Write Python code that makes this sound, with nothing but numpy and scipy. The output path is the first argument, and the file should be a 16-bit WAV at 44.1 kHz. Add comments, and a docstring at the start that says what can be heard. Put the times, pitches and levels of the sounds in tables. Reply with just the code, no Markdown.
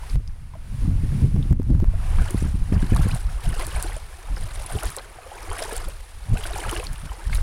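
"""At the seashore, bare feet wade through ankle-deep water, about one stride a second, close by.
Each stride folds air into the water, which rings as bubbles, gulps and plops, and throws spray
that patters back. Small waves wash the shore behind. Gusts buffet the microphone with rumble,
flutter and thumps, and the hardest ones overload it into thin crackles."""
import sys
import numpy as np
from scipy.fft import rfft, irfft, next_fast_len
from scipy.io import wavfile
from scipy.ndimage import uniform_filter1d, map_coordinates

SR = 44100
rng = np.random.default_rng(int(sys.argv[2]) if len(sys.argv) > 2 else 0)


def file_out(sig):
    """Save sig as 16-bit WAV at sys.argv[1]."""
    # one column per channel
    cols = np.atleast_2d(sig).T
    # limit, then scale
    lim = np.clip(cols, -1, 1)
    pcm = np.round(lim * 32767).astype(np.int16)
    wavfile.write(sys.argv[1], SR, pcm)


N = 327222

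# the microphone turns from the open sea down to the feet: time_s, nearness (0 far, 1 close)
NEARNESS = [(0, .4), (.7, .15), (1.9, .15), (2.3, .8), (2.9, 1), (7.42, 1)]


def stride_db(t, build_s, hold_s, settle_s):
    """A leg gathers speed, pushes steadily and stops; t counts from the full push."""
    sweep_db, bend = 12.5, 1.17  # depth of the build-up and settling; steepening of the tails
    away = np.maximum(-t / build_s, 0) + np.maximum((t - hold_s) / settle_s, 0)
    return -sweep_db * np.minimum(away, 10) ** bend


def water_levels():
    """Slosh and spray envelopes in dB: strides and splashes over a bed of shore waves."""
    # a leg sweeps the water: push_s, build_s, hold_s, settle_s, slosh_db, spray_db, spray_lag_s
    strides = [(2.168, .24, 0.12, .28, -41.5, -45, 0.077), (2.968, .19, 0.16, .07, -40.5, -42.5, 0.043),
               (3.611, 0.34, .28, 0.11, -40, -42, 0), (4.776, 0.61, 0.066, 0.22, -41.5, -41.5, 0),
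               (5.574, 0.35, 0.15, 0.22, -39.5, -42, 0.022), (6.535, 0.25, 0.23, 0.14, -38, -40, 0.017),
               (7.328, 0.09, 0.031, .06, -49, -43.5, 0.0051)]
    # a foot breaks the surface: peak_s, slosh_db, spray_db
    splashes = [(2.185, -36, -55), (2.725, -37, -45), (3.439, -42.5, -38.5), (3.93, -41, -47.5),
                (4.365, -47.5, -44.5), (4.832, -38.5, -41.5), (4.97, -40.5, -58), (5.585, -46, -35.5),
                (5.87, -46, -48), (6.369, -41.5, -41.5)]
    # small waves; twice the level drops abruptly and creeps back: time_s, wash_db, hiss_db
    shore_waves = [(0, -47.5, -51.5), (.152, -50, -47.5), (.172, -60, -61.5), (.57, -57.5, -60.5),
                   (.83, -50, -50), (.92, -52, -54), (1.22, -47.5, -48.5), (1.29, -54.5, -53),
                   (1.52, -50.5, -54.5), (1.545, -60, -65.5), (1.7, -56, -57), (1.87, -52.5, -59.5),
                   (2.05, -46.5, -49.5), (2.6, -51.5, -53), (2.82, -45.5, -48.5), (3.25, -50, -52),
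                   (4.1, -51.5, -52), (5.2, -49.5, -54), (6.15, -54.5, -51.5), (7.05, -46.5, -48.5),
                   (7.42, -45, -48.5)]
    attack_s, t60_s = 0.018, 0.34  # splash envelope
    t = np.arange(N) / SR
    sloshes, sprays = ([level] for level in curves(shore_waves))
    for s, build_s, hold_s, settle_s, slosh_db, spray_db, lag_s in strides:
        sloshes.append(slosh_db + stride_db(t - s, build_s, hold_s, settle_s))
        sprays.append(spray_db + stride_db(t - s - lag_s, build_s, hold_s, settle_s))
    for s, slosh_db, spray_db in splashes:
        away = np.maximum((s - t) / attack_s, (t - s) / t60_s)
        shape_db = -60 * np.minimum(away, 2)
        sloshes.append(slosh_db + shape_db)
        sprays.append(spray_db + shape_db)
    return together(sloshes), together(sprays)


def slosh(slosh_db):
    """Water folds round the shins: a rush full of bubbles, and deep gulps when the push is hard."""
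    near, = curves(NEARNESS)  # far water blurs into a smooth wash
    push = near * np.clip((slosh_db + 55) / 16, 0, 1)  # 0 = lapping ripples, 1 = full stride
    # tone of churning water: frequency_hz, level_db
    rush_spectrum = [(120, -13), (300, -5), (520, -3), (1050, 0), (1700, -4.5), (2800, -10.5), (4500, -29),
                     (8000, -19.5), (16000, -77)]
    rush = amp(-2.5 - 3.5 * push + 2.5 * push * wobble(60)) * noise(rush_spectrum)
    fine = swarm(per_s=320, lo_hz=1406, hi_hz=3197, cycles=49, rise=0.1, spread_db=5, samples=1400)
    bubbles = swarm(per_s=220, lo_hz=647.6, hi_hz=1729, cycles=28, rise=0.3, spread_db=2.5, samples=2100)
    gulps = swarm(per_s=90, lo_hz=311.7, hi_hz=850, cycles=37, rise=0.39, spread_db=2.5, samples=3000)
    fine *= push * amp(-5)
    bubbles *= amp(-11 + 4.8 * near + 3.45 * push)
    gulps *= amp(-11.5 + 8.3 * push)
    return amp(slosh_db) * (rush + fine + bubbles + gulps)


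def spray(spray_db):
    """Thrown water patters back as tiny drops over a fine fizz; a harder splash is more grainy."""
    # fine mist, with a sheen from the microphone port ringing near 9.6 kHz: frequency_hz, level_db
    fizz_spectrum = [(900, -6), (2200, 3), (3300, -1), (5200, -2.5), (6300, -5.5), (7700, -6.5),
                     (8900, -2.5), (9600, 2), (10700, -4), (12000, -10.5), (14000, -12.5), (16000, -17)]
    # tone of the landing droplets: frequency_hz, level_db
    patter_spectrum = [(1500, -25), (3000, -6.5), (4500, -6), (6300, -9), (8000, -4), (9600, 2),
                       (10800, -2), (12000, -11), (16000, -9)]
    near, = curves(NEARNESS)
    thrown = near * np.clip((spray_db + 58) / 15, 0, 1)  # 0 = distant hiss, 1 = spray at the feet
    fizz = amp(1.5 - 4.9 * thrown) * noise(fizz_spectrum)
    droplets = swarm(per_s=2000, lo_hz=2980, hi_hz=13530, cycles=32, rise=0.06, spread_db=5, samples=320)
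    patter = thrown * amp(-1) * coloured(droplets, patter_spectrum)
    clumps = amp(2.85 * thrown * wobble(120))  # sheets of water break up in bunches
    return amp(spray_db - 1) * clumps * (fizz + patter)


def plops():
    """An air cavity slaps shut and rings, its pitch rising."""
    # single large bubbles: start_s, level_db, pitch_hz
    cavities = [(.034, -39, 944), (0.537, -40, 1016), (0.553, -40.5, 637), (1.936, -35.5, 650),
                (2.186, -27, 1250), (2.26, -37, 854), (2.305, -32.5, 367), (2.825, -32.5, 1620),
                (2.963, -26, 1127), (3.158, -32.5, 714), (3.289, -36.5, 1430), (3.595, -25.5, 1010),
                (3.61, -24.5, 1930), (3.762, -31, 680), (3.844, -32, 334), (3.921, -31.5, 1910),
                (3.966, -35, 617), (4.285, -36, 825), (4.368, -30.5, 1570), (4.751, -28, 422),
                (4.826, -28, 1390), (5.186, -36, 726), (5.262, -36, 520), (5.316, -32.5, 816),
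                (5.515, -27, 974), (5.59, -24.5, 2100), (5.62, -26.5, 630), (5.724, -29, 437),
                (5.881, -36, 545), (6.353, -30.5, 690), (6.454, -31.5, 1470), (6.56, -26, 817),
                (6.584, -29.5, 910), (6.65, -28.5, 1290), (6.726, -27.5, 342), (6.728, -25, 970),
                (6.797, -28, 486), (6.829, -32, 1070), (7.118, -35, 1010), (7.33, -25.5, 2146),
                (7.383, -34, 1540)]
    out, t = np.zeros(N), np.arange(SR // 8) / SR
    for s, db, hz in cavities:
        slap = amp(-11) * splat(t, hz, t60_s=0.069)
        ring = bubble(t, hz * .97, cycles=33.3, rise=0.27)
        add(out, s, amp(db + 4) * (ring + slap))
    return out


def drops(scatter_s=0.018):
    """A big drop: a smack and the ping of its bubble, among smaller droplets that land around it."""
    # drops hitting the surface: start_s, level_db, pitch_hz
    big_drops = [(.0975, -32, 4540), (0.276, -36.5, 5030), (1.427, -35.5, 3620), (2.307, -22, 9200),
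                 (2.962, -24, 9600), (3.6669, -21, 9200), (3.8252, -13.5, 9300), (3.8746, -31, 4040),
                 (4.7863, -26.5, 2910), (4.833, -21, 10000), (4.855, -21, 9600), (4.9025, -25, 9400),
                 (4.965, -18, 9000), (4.9844, -25.5, 4080), (5.625, -25, 5100), (5.765, -19, 9300),
                 (5.8855, -26.5, 10000), (6.3718, -25.5, 2640), (6.6937, -23, 3060), (6.7114, -19, 9700),
                 (6.764, -22, 2840), (6.7984, -25.5, 2530), (6.868, -24.5, 4360), (6.9304, -25, 9600),
                 (7.348, -20, 10200)]
    out, t = np.zeros(N), np.arange(SR // 20) / SR
    for s, db, hz in big_drops:
        smack = amp(-7.5) * splat(t, hz, t60_s=0.012)
        ping = amp(2.5) * bubble(t, hz, cycles=36.6, rise=.04)
        add(out, s + 0.00057, amp(db) * (smack + ping))
        for delay, pitch, softness in rng.random((7, 3)):
            droplet = bubble(t, hz * (0.77 + .45 * pitch), cycles=32, rise=.06)
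            add(out, s + scatter_s * (delay - .1), amp(db - 11 - 10 * softness) * droplet)
    return out


def bubble(t, hz, cycles, rise):
    """A trapped air pocket: soft start, 60 dB down after its cycles, pitch rising as it surfaces."""
    age = t * hz / cycles
    tone = np.sin(2 * np.pi * hz * t * (1 + rise * age / 2))
    attack = 1 - np.exp(-2 * t * hz)
    return tone * amp(-60 * age) * attack


def swarm(per_s, lo_hz, hi_hz, cycles, rise, spread_db, samples):
    """A cloud of bubbles of random pitch, life and strength; rms 1, even power per octave."""
    when, pitch, life, softness = rng.random((int(per_s * N / SR), 4)).T[:, :, None]
    hz = lo_hz * (hi_hz / lo_hz) ** pitch
    gain = np.sqrt(hz) * amp(-spread_db * np.log(softness + 0.0083))  # a few stand out
    k = np.arange(samples)
    fade = 1 - (k / samples) ** 2
    rings = gain * bubble(k / SR, hz, cycles * 2 ** (life - .5), rise) * fade
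    positions = (when * N).astype(int) + k
    return unit(np.bincount(positions.ravel(), rings.ravel(), N)[:N])


def splat(t, hz, t60_s):
    """A short slap of water: dying noise about an octave wide around hz."""
    band = [(hz / 5, -45), (hz / 1.7, -7), (hz, 0), (hz * 1.3, -6), (hz * 7, -42)]
    return amp(-60 * t / t60_s) * noise(band, len(t))


def wind():
    """Slow pressure swings and faster eddies; the hardest gusts break into a higher flutter."""
    # wind on the microphone in three bands, low to high: frequency_hz, level_db
    rumble_spectrum = [(8, -18), (22, 4), (42, 0.5), (65, -6), (90, -10), (150, -35), (400, -81),
                       (900, -120)]
    eddy_spectrum = [(35, -52), (70, -3), (100, -1.5), (135, -6.5), (180, -15), (260, -24.5), (400, -42),
                     (1000, -63), (4000, -110)]
    flutter_spectrum = [(80, -11), (150, 3), (210, 0), (290, -5), (380, -16.5), (520, -20), (1000, -40),
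                        (4000, -59), (12000, -90)]
    buffet_db, eddy_db = wind_levels()
    gust = np.clip((eddy_db + 31.5) / 16, 0, 1)
    rumble = amp(buffet_db + 4 * wobble(22)) * turbulence(rumble_spectrum, steady_s=0.1056)
    eddies = amp(3.2 * wobble(35)) * turbulence(eddy_spectrum, steady_s=0.038)
    flutter = amp(-22 + 18.2 * gust + 6.9 * wobble(50)) * turbulence(flutter_spectrum, steady_s=0.0426)
    return rumble + amp(eddy_db) * (eddies + flutter)


def wind_levels():
    """Buffeting and eddy envelopes in dB: the breeze plus a bell-shaped swell for each gust."""
    # the bed of moving air: time_s, buffet_db, eddy_db
    breeze = [(0, -31, -53), (.08, -34, -43), (.3, -33, -44), (.66, -31, -44.5), (.78, -24.5, -27),
              (1.8, -24, -26.5), (1.93, -21.5, -37), (2.27, -26.5, -37.5), (3.08, -22.5, -27),
              (3.23, -29.5, -49), (3.88, -29, -44), (4.1, -41, -63), (4.55, -30.5, -47), (5.32, -49.5, -62),
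              (5.47, -39.5, -63), (5.84, -27, -45), (6.1, -44.5, -66), (6.4, -30.5, -53),
              (7.15, -33.5, -61), (7.42, -21, -47)]
    # swells on top of it: middle_s, half_length_s, buffet_db, eddy_db
    gusts = [(0.16, 0.037, -15.5, -23.5), (0.896, 0.026, -26, -23.5), (1.238, 0.019, -16, -18),
             (1.373, .04, -21.5, -22.5), (1.523, 0.013, -14, -20), (1.713, 0.046, -19, -19),
             (1.819, 0.035, -14.5, -24.5), (2.198, 0.037, -20.5, -26.5), (2.458, 0.036, -16, -26),
             (2.622, 0.009, -12.5, -31.5), (2.745, 0.019, -16, -19.5), (2.938, 0.023, -13.5, -21),
             (3.142, 0.023, -15.5, -25.5), (3.286, 0.028, -19, -32), (3.492, 0.038, -16.5, -27),
             (3.659, 0.015, -40, -30), (3.779, 0.036, -17.5, -32.5), (4.342, 0.059, -25.5, -36.5),
             (4.443, .035, -18.5, -32), (4.756, 0.024, -25.5, -25), (4.871, 0.024, -21.5, -40),
             (5.514, .03, -30.5, -49), (5.87, 0.024, -23, -41), (6.332, 0.047, -24.5, -22.5),
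             (6.556, 0.022, -30, -38), (6.676, 0.031, -23, -33.5), (6.901, 0.044, -25, -34.5),
             (7.055, 0.02, -24, -31), (7.3, 0.052, -21.5, -34), (7.373, 0.038, -14.5, -38)]
    t = np.arange(N) / SR
    power = amp(curves(breeze)) ** 2
    for s, half_s, buffet_db, eddy_db in gusts:
        swell = np.exp(-2 * np.minimum(((t - s) / half_s) ** 2, 20))
        power += amp([[buffet_db], [eddy_db]]) ** 2 * swell
    return 10 * np.log10(power)


def turbulence(spectrum, steady_s):
    """Lumpy pressure noise whose strength stays even over spans longer than steady_s."""
    pressure = noise(spectrum)
    local_power = np.abs(uniform_filter1d(pressure ** 2, int(steady_s * SR)))
    return pressure / np.sqrt(local_power + 0.005)


def puffs(swing_s=0.0015):
    """An eddy hits the microphone head-on, pushing and pulling its diaphragm; two weaker ones follow."""
    # sudden slaps of wind: time_s, level_db
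    slaps = [(0.877, -6.5), (1.034, -15), (1.241, -6.5), (1.343, -9.5), (1.389, -9), (1.508, -4.5),
             (1.596, -12.5), (1.702, -11.5), (1.748, -11), (1.824, -10), (2.344, -10.5), (2.422, -16),
             (2.451, -16), (2.542, -13.5), (2.722, -10), (2.764, -7), (2.828, -11.5), (2.92, -8.5),
             (2.992, -13), (3.056, -11), (3.472, -16.5)]
    out, t = np.zeros(N), np.arange(SR // 25) / SR - .02
    for s, db in slaps:
        for k, (late, width) in enumerate(rng.random((3, 2))):
            u = t / (swing_s * 2 ** (1.34 * (width - .5)))
            push_pull = u / (1 + u ** 2 / 5) ** 4
            lag_s = k * (0.00509 + 0.007 * late)
            add(out, s - .017 + lag_s, amp(db + 5 - 6.9 * k) * push_pull)
    return out


def crackle(t60_s=0.0038):
    """A gust overloads the microphone; each overload leaves one dry tick."""
    # moments of overload: start_s, level_db
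    overloads = [(.157, -29), (.887, -34), (1.253, -36), (1.363, -29), (1.509, -25), (1.528, -30),
                 (1.5997, -30.5), (1.619, -36), (1.6304, -33.5), (1.704, -36), (1.7497, -32), (1.8024, -34),
                 (1.8216, -39), (1.8435, -28.5)]
    # tone of one tick: frequency_hz, level_db
    tick_spectrum = [(200, -16), (700, 4.5), (2000, -22), (6000, -22.5), (11000, -28), (16000, -28)]
    out, t = np.zeros(N), np.arange(SR // 100) / SR
    for s, db in overloads:
        add(out, s, amp(db + 3 - 60 * t / t60_s) * noise(tick_spectrum, len(t)))
    return out


def amp(db):
    """Decibels to gain."""
    return 10 ** (np.asarray(db) / 20)


def together(levels_db):
    """Level in dB of independent sounds heard at once."""
    return 10 * np.log10(np.sum(amp(levels_db) ** 2, axis=0))


def unit(x):
    """Scaled to rms 1."""
    return x / np.sqrt(np.mean(x ** 2) + 1e-20)


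def curves(rows):
    """One value per sample for each column after the time."""
    times_s, *columns = np.transpose(rows)
    return [np.interp(np.arange(N) / SR, times_s, column) for column in columns]


def wobble(knots_per_s):
    """A smooth curve through random knots."""
    knots = rng.standard_normal(int(N * knots_per_s / SR) + 4)
    return map_coordinates(knots, [np.arange(N) * knots_per_s / SR])


def filtered(x, response):
    """x through a filter whose gain is response(hz)."""
    size = next_fast_len(len(x) + 8192)
    hz = np.fft.rfftfreq(size, 1 / SR)
    return irfft(rfft(x, size) * response(hz), size)[:len(x)]


def coloured(x, spectrum):
    """x equalised by (frequency_hz, level_db) points, at rms 1."""
    points_hz, db = np.transpose(spectrum)
    return unit(filtered(x, lambda hz: amp(np.interp(np.log(hz + 1), np.log(points_hz), db))))


def noise(spectrum, samples=N):
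    """Noise with the given spectrum, at rms 1."""
    return coloured(rng.standard_normal(samples), spectrum)


def add(track, s, sound):
    """Mix a sound into the track at time s."""
    part = track[max(round(s * SR), 0):][:len(sound)]
    part += sound[:len(part)]


def scene():
    """Water below, wind at the microphone, in mono."""
    slosh_db, spray_db = water_levels()
    air = wind() + puffs() + crackle()
    water = slosh(slosh_db) + spray(spray_db) + plops() + drops()
    return (water + air)[None]


def record(dry):
    """The strongest gusts flatten against the microphone's limit; nothing passes above the band edge."""
    ceiling, hardness, edge_hz = .46, 6, 16100
    squashed = dry[0] / (1 + np.abs(dry[0] / ceiling) ** hardness) ** (1 / hardness)
    return filtered(squashed, lambda hz: hz < edge_hz)[None]


dry = scene()
out = record(dry)
file_out(out)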